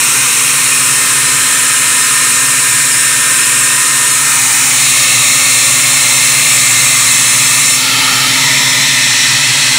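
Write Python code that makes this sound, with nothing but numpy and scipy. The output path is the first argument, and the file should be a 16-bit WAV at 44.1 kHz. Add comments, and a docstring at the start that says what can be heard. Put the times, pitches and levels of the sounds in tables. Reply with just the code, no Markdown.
"""A steady hiss, roar and whine: a hair dryer runs inside an empty plastic freezer box, heard by a moving microphone.
Roar and jet hiss are noise filtered by a response for each place; the whine is sines on the fan shaft's orders.
The hand-held mono microphone looks in from outside, moves in close, then swings aside out of the jet's treble.
Each place hears its own pattern of the box's standing waves; the input is loud enough to clip."""
import sys
import numpy as np
from scipy import signal
from scipy.fft import rfft, irfft
from scipy.io import wavfile
from scipy.ndimage import uniform_filter1d, map_coordinates

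SR = 44100
rng = np.random.default_rng(int(sys.argv[2]) if len(sys.argv) > 2 else 0)


def dump_mix(stems):
    """Bounce the given channels to the path in sys.argv[1] as a 16-bit WAV at rate SR."""
    frames = np.atleast_2d(stems).T  # one column per channel
    limited = np.clip(frames, -1, 1)  # hard clip at full scale
    pcm = np.round(limited * 32767).astype(np.int16)
    wavfile.write(sys.argv[1], SR, pcm)


def invert_db(level):
    """Linear amplitude ratio for a level in decibels (20 dB per decade), elementwise."""
    return 10 ** (np.asarray(level, dtype=float) / 20)


N = 431298  # samples

# the hand's path: (t/s, place 0-6, between two numbers while moving)
HAND_PATH = [(0, 0), (.4, 0), (.8, .6), (1.6, 1), (4.05, 1), (4.45, 2), (4.68, 2), (4.85, 3), (7.74, 3),
             (7.85, 4), (8.2, 4), (8.5, 5), (8.75, 5), (9.05, 6), (9.78, 6)]


def unit(x):
    """Scaled to rms 1."""
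    return x / np.sqrt(np.mean(x ** 2))


def along(points, hz):
    """(f/Hz, value) points read on a log frequency axis."""
    f, v = np.transpose(points)
    return np.interp(np.log(hz + 1), np.log(f + 1), v)


def curve(rows, s):
    """A table of (t/s, value) read at the times s."""
    return np.interp(s, *np.transpose(rows))


def at_place(values, s):
    """Values given for each place (last axis), blended along the hand's path."""
    place = curve(HAND_PATH, s)
    places = np.arange(values.shape[-1])[:, None]
    share = np.clip(1 - np.abs(place - places), 0, 1)
    return values @ share


def wobble(rate):
    """A smooth random curve, rate knots a second."""
    knots = rng.standard_normal(N // 100)
    return map_coordinates(knots, [np.arange(N) * rate / SR])


def smooth_noise(shape, bins, frames):
    """Random gains at rms 1, smoothed over frequency bins and time frames."""
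    rough = rng.standard_normal(shape)
    across = uniform_filter1d(rough, size=bins, axis=0)
    return unit(uniform_filter1d(across, size=frames, axis=1))


def air(patchy_db=0.5, comb_db=1.57, split_hz=3000, drift_db=0.1):
    """Turbulent noise of fan and jet, coloured by the box at each place, with faint eddies of gain."""
    # fan roar through the box's standing waves, one table a place: (f/Hz, level/dB per Hz)
    roar_places = [
        [(43, -70), (269, -59.5), (495, -63.5), (645, -70), (775, -62.5), (1012, -51), (1270, -50.5),
         (1539, -51), (1733, -56), (1841, -49), (1959, -55), (2293, -46.5), (2508, -45.5), (2993, -55.5)],
        [(43, -66.5), (279, -59.5), (570, -62), (732, -68), (860, -65), (1035, -48.5), (1130, -58.5),
         (1259, -46), (1496, -53.5), (1625, -46.5), (1735, -51.5), (1830, -48), (1948, -54.5), (2465, -48.5),
         (2993, -53.5)],
        [(43, -65.2), (161, -58), (290, -58), (495, -67), (699, -65), (904, -48), (1119, -55), (1335, -45),
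         (1485, -52), (1604, -48), (1744, -51), (2444, -44), (2767, -57), (2993, -49)],
        [(43, -71), (139, -57.5), (279, -59), (419, -71), (559, -57), (710, -63), (1238, -49), (1561, -57.5),
         (1711, -50.5), (1905, -53), (2121, -42), (2260, -46), (2637, -46), (2993, -54.5)],
        [(43, -62.1), (172, -56), (419, -64.5), (710, -62), (893, -52), (1087, -61), (1324, -42.5), (1507, -58),
         (1690, -53.6), (2239, -46.5), (2390, -51), (2648, -44.5), (2885, -53), (2993, -50)],
        [(43, -61.6), (161, -55.5), (430, -64.5), (624, -57), (742, -67), (947, -49), (1130, -57.5),
         (1302, -50), (1561, -61), (1744, -51.5), (1927, -46), (2293, -43.5), (2487, -48), (2993, -53)],
        [(43, -63.1), (247, -55.5), (430, -68), (581, -60.5), (721, -66), (904, -53.5), (1141, -58.5),
         (1302, -53.5), (1475, -58), (2013, -45), (2293, -51.5), (2497, -45), (2767, -50.3), (2993, -50.5)],
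    ]
    # jet hiss from the nozzle, one table a place: (f/Hz, level/dB per Hz)
    hiss_places = [
        [(3100, -52), (3466, -56), (4037, -50.5), (4758, -61.5), (5437, -52.5), (7310, -50), (7924, -46.3),
         (9097, -46.5), (9851, -50), (11487, -61), (14761, -60.8), (15590, -64)],
        [(3100, -52.5), (3456, -57.5), (4026, -51), (4748, -61), (5200, -54), (6126, -54), (6621, -50.5),
         (7741, -47), (9194, -46), (12112, -63.5), (14287, -61.5), (15590, -66)],
        [(3100, -56), (3348, -56.5), (4005, -50.5), (4737, -57.6), (5900, -50), (7827, -46.5), (8322, -46.5),
         (9571, -47.5), (11638, -63), (13382, -62.8), (14319, -59.8), (15590, -57)],
        [(3100, -51), (3413, -53), (4091, -45.5), (4285, -49.5), (4608, -56.5), (4801, -56.5), (6632, -47.5),
         (7784, -45.5), (8624, -48), (9377, -46), (11552, -62.5), (15590, -60.1)],
        [(3100, -48.5), (3531, -52), (4080, -45), (4823, -53.5), (5490, -50.5), (6072, -53.4), (7622, -51.5),
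         (8860, -54.5), (10841, -56.5), (12532, -66), (13016, -69), (15590, -61)],
        [(3100, -50.5), (4080, -46.5), (4715, -55.5), (5221, -50), (6836, -51), (7601, -48.5), (9194, -56),
         (9948, -55.5), (11315, -61.5), (12489, -68), (13232, -69), (15590, -63)],
        [(3100, -50.5), (4145, -45.5), (4823, -54.5), (5480, -49), (6589, -51.5), (8021, -48), (9194, -55.5),
         (9905, -55), (10562, -58), (12887, -71), (14351, -71), (15590, -65.3)],
    ]
    # lowest air mode of the box and the thin bass under it: (f/Hz, gain/dB)
    boom = [(25, -7), (60, -5), (105, -13), (118, -3), (129, 13), (142, -1.5), (165, -0.5), (210, -3),
            (300, 0)]
    # the roar dips and swells as the microphone changes place: (t/s, gain/dB)
    roar_level = [(0, 0), (.5, 0), (4, -0.5), (4.5, -1.5), (5, -0.5), (7.5, -0.5), (7.8, -2), (8, 3),
                  (8.5, 0.5), (9, 1), (9.78, 1)]

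    hz, s, z = signal.stft(rng.standard_normal(N), SR, nperseg=2048, noverlap=1536)
    colour_db = np.transpose([along(list(roar) + list(hiss), hz)
                              for roar, hiss in zip(roar_places, hiss_places)])
    jet = 1 / (1 + (split_hz / (hz[:, None] + 1)) ** 4)  # the hiss takes over from the roar
    drift = np.interp(s, np.arange(N) / SR, wobble(1.55))
    level_db = (1 - jet) * curve(roar_level, s) + drift_db * drift
    eddies = smooth_noise(z.shape, bins=15, frames=8)
    # the box's dense upper modes: a fine random comb that drifts slowly
    modes = smooth_noise(z.shape, bins=3, frames=60)
    db = at_place(colour_db, s) + along(boom, hz)[:, None] + level_db
    db += comb_db * modes + patchy_db * eddies
    noise = signal.istft(z * invert_db(db), SR, nperseg=2048, noverlap=1536)[1][:N]
    return np.sqrt(SR / 2) * noise  # white noise of power 1 per Hz, so the tables read in dB per Hz


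def motor(flutter_db=0.47, smear=0.0085, ripple_hz=120.2, swell_order=21):
    """Shaft orders and rectified-mains ripple sidebands; turbulence shakes each, the high orders most."""
    # speed of the fan shaft: (t/s, rate/turns per s)
    shaft_speed = [(0, 259.57), (.55, 259.76), (1, 259.29), (2.4, 259.67), (3.3, 259.38), (3.9, 259.9),
                   (4.6, 259.38), (5.4, 259.52), (5.65, 259.1), (6.15, 259.67), (6.7, 259.3), (8, 259.62),
                   (8.95, 259.14), (9.3, 259.95), (9.78, 260.52)]
    # seven blades, and the ripple beating with the shaft: (times shaft rate, plus times ripple rate)
    orders_heard = [(0, 1), (1, -1), (0, 2), (1, 0), (2, -2), (1, 1), (1, 2), (2, 0), (1, 3), (7, 0),
                    (8, 0), (10, 0), (11, 0), (14, 0), (21, 0), (28, 0)]
    # rms of each tone: (outside/dB, close in/dB, swung aside/dB, last place/dB)
    tones = [(-41, -34, -37, -32.5), (-38.5, -35.5, -33, -34.5), (-48.5, -52, -44, -52),
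             (-37, -35, -30, -36.5), (-46, -48, -35, -42.5), (-54, -48, -49, -51), (-44, -45, -48, -63),
             (-49, -44, -44, -55), (-48, -48, -45, -54), (-24, -26.5, -28, -22.5), (-31, -35, -26, -29),
             (-39, -28, -37, -29), (-35, -43, -37, -39), (-35.5, -31, -28, -34), (-29.5, -25.5, -26, -25),
             (-42, -39, -40, -35)]
    # places on the hand's path where these four levels hold
    tone_places = [2, 3, 4.5, 6]
    # a blade tone fades to nothing and back: (t/s, width to each side/s, shaft order)
    fades = [(.1, .9, 7), (.56, .08, 14), (1.2, .1, 21), (2.6, .08, 14), (4.16, .08, 21), (4.5, .07, 21),
             (4.7, .12, 7), (4.8, .06, 21), (6.5, .3, 14), (7.88, .08, 21), (7.9, .13, 7), (8.08, .12, 14),
             (8.75, .05, 21), (8.92, .04, 21), (9.53, .12, 7), (9.7, .2, 14), (9.78, .25, 7)]
    # the third blade harmonic swells around the later moves: (t/s, width to each side/s, gain/dB)
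    swells = [(7.7, .12, 5), (8.6, .1, 5), (9.3, .15, 4)]

    s = np.arange(N) / SR
    shaft = np.cumsum(curve(shaft_speed, s)) / SR  # turns so far
    place = curve(HAND_PATH, s)
    swell_db = sum(db * np.exp(-((s - at) / width) ** 2) for at, width, db in swells)
    out = np.zeros(N)
    for (turns, ripples), levels_db in zip(orders_heard, tones):
        cycles = turns * shaft + ripples * ripple_hz * s + rng.random()
        cycles += smear * np.sqrt(turns) * wobble(25)
        shake_db = flutter_db * (1 + turns) ** 0.16 * (0.27 * wobble(1.8) + wobble(9))
        dips = [np.tanh(np.abs(s - at) / width) for at, width, order in fades if order == turns]
        level_db = np.interp(place, tone_places, levels_db) + shake_db
        if turns == swell_order:
            level_db = level_db + swell_db
        sine = np.sqrt(2) * np.sin(2 * np.pi * cycles)  # rms 1
        out += np.prod(dips, axis=0) * invert_db(level_db) * sine
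    return out


def input_stage(x, gain_db=0.48, top=0.78, hardness=7):
    """The overdriven input bends the peaks over smoothly towards a ceiling, top."""
    x = x * invert_db(gain_db)
    return x / (1 + np.abs(x / top) ** hardness) ** (1 / hardness)


def flicker(x, count=62, share=0.9):
    """Now and then a treble band differs between left and right: its phase-scrambled copy joins the side."""
    hz, s, z = signal.stft(x[0], SR, nperseg=1024)
    when, where = rng.random((count, 2)).T
    moment = np.abs(s - when[:, None] * N / SR) < .017  # s to each side
    centre_hz = 4800 + 10200 * where[:, None]
    band = np.abs(hz - centre_hz) < 400 + centre_hz / 30
    patches = band.T.astype(float) @ moment > 0
    scrambled = np.abs(z) * np.exp(2j * np.pi * rng.random(z.shape))
    side = share * signal.istft(patches * scrambled, SR, nperseg=1024)[1][:N]
    return x + [side, -side]


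def band_limit(x, top_hz=15740):
    """Nothing passes above top_hz: those spectral bins are set to zero."""
    return irfft(rfft(x) * (np.fft.rfftfreq(N, 1 / SR) < top_hz), N)


def scene():
    """One microphone hears air and motor, copied to both channels."""
    return np.tile(air() + motor(), (2, 1))


def low_pass(x):
    """Removes everything above the highest recorded frequency."""
    return signal.sosfilt(signal.butter(12, 15820, fs=SR, output="sos"), x)


def record(dry):
    """The input clips the peaks, treble bands flicker between the sides, and the top is cut off."""
    clipped = input_stage(dry)
    mix = band_limit(flicker(clipped))
    return low_pass(mix)


dry = scene()
out = record(dry)
dump_mix(out)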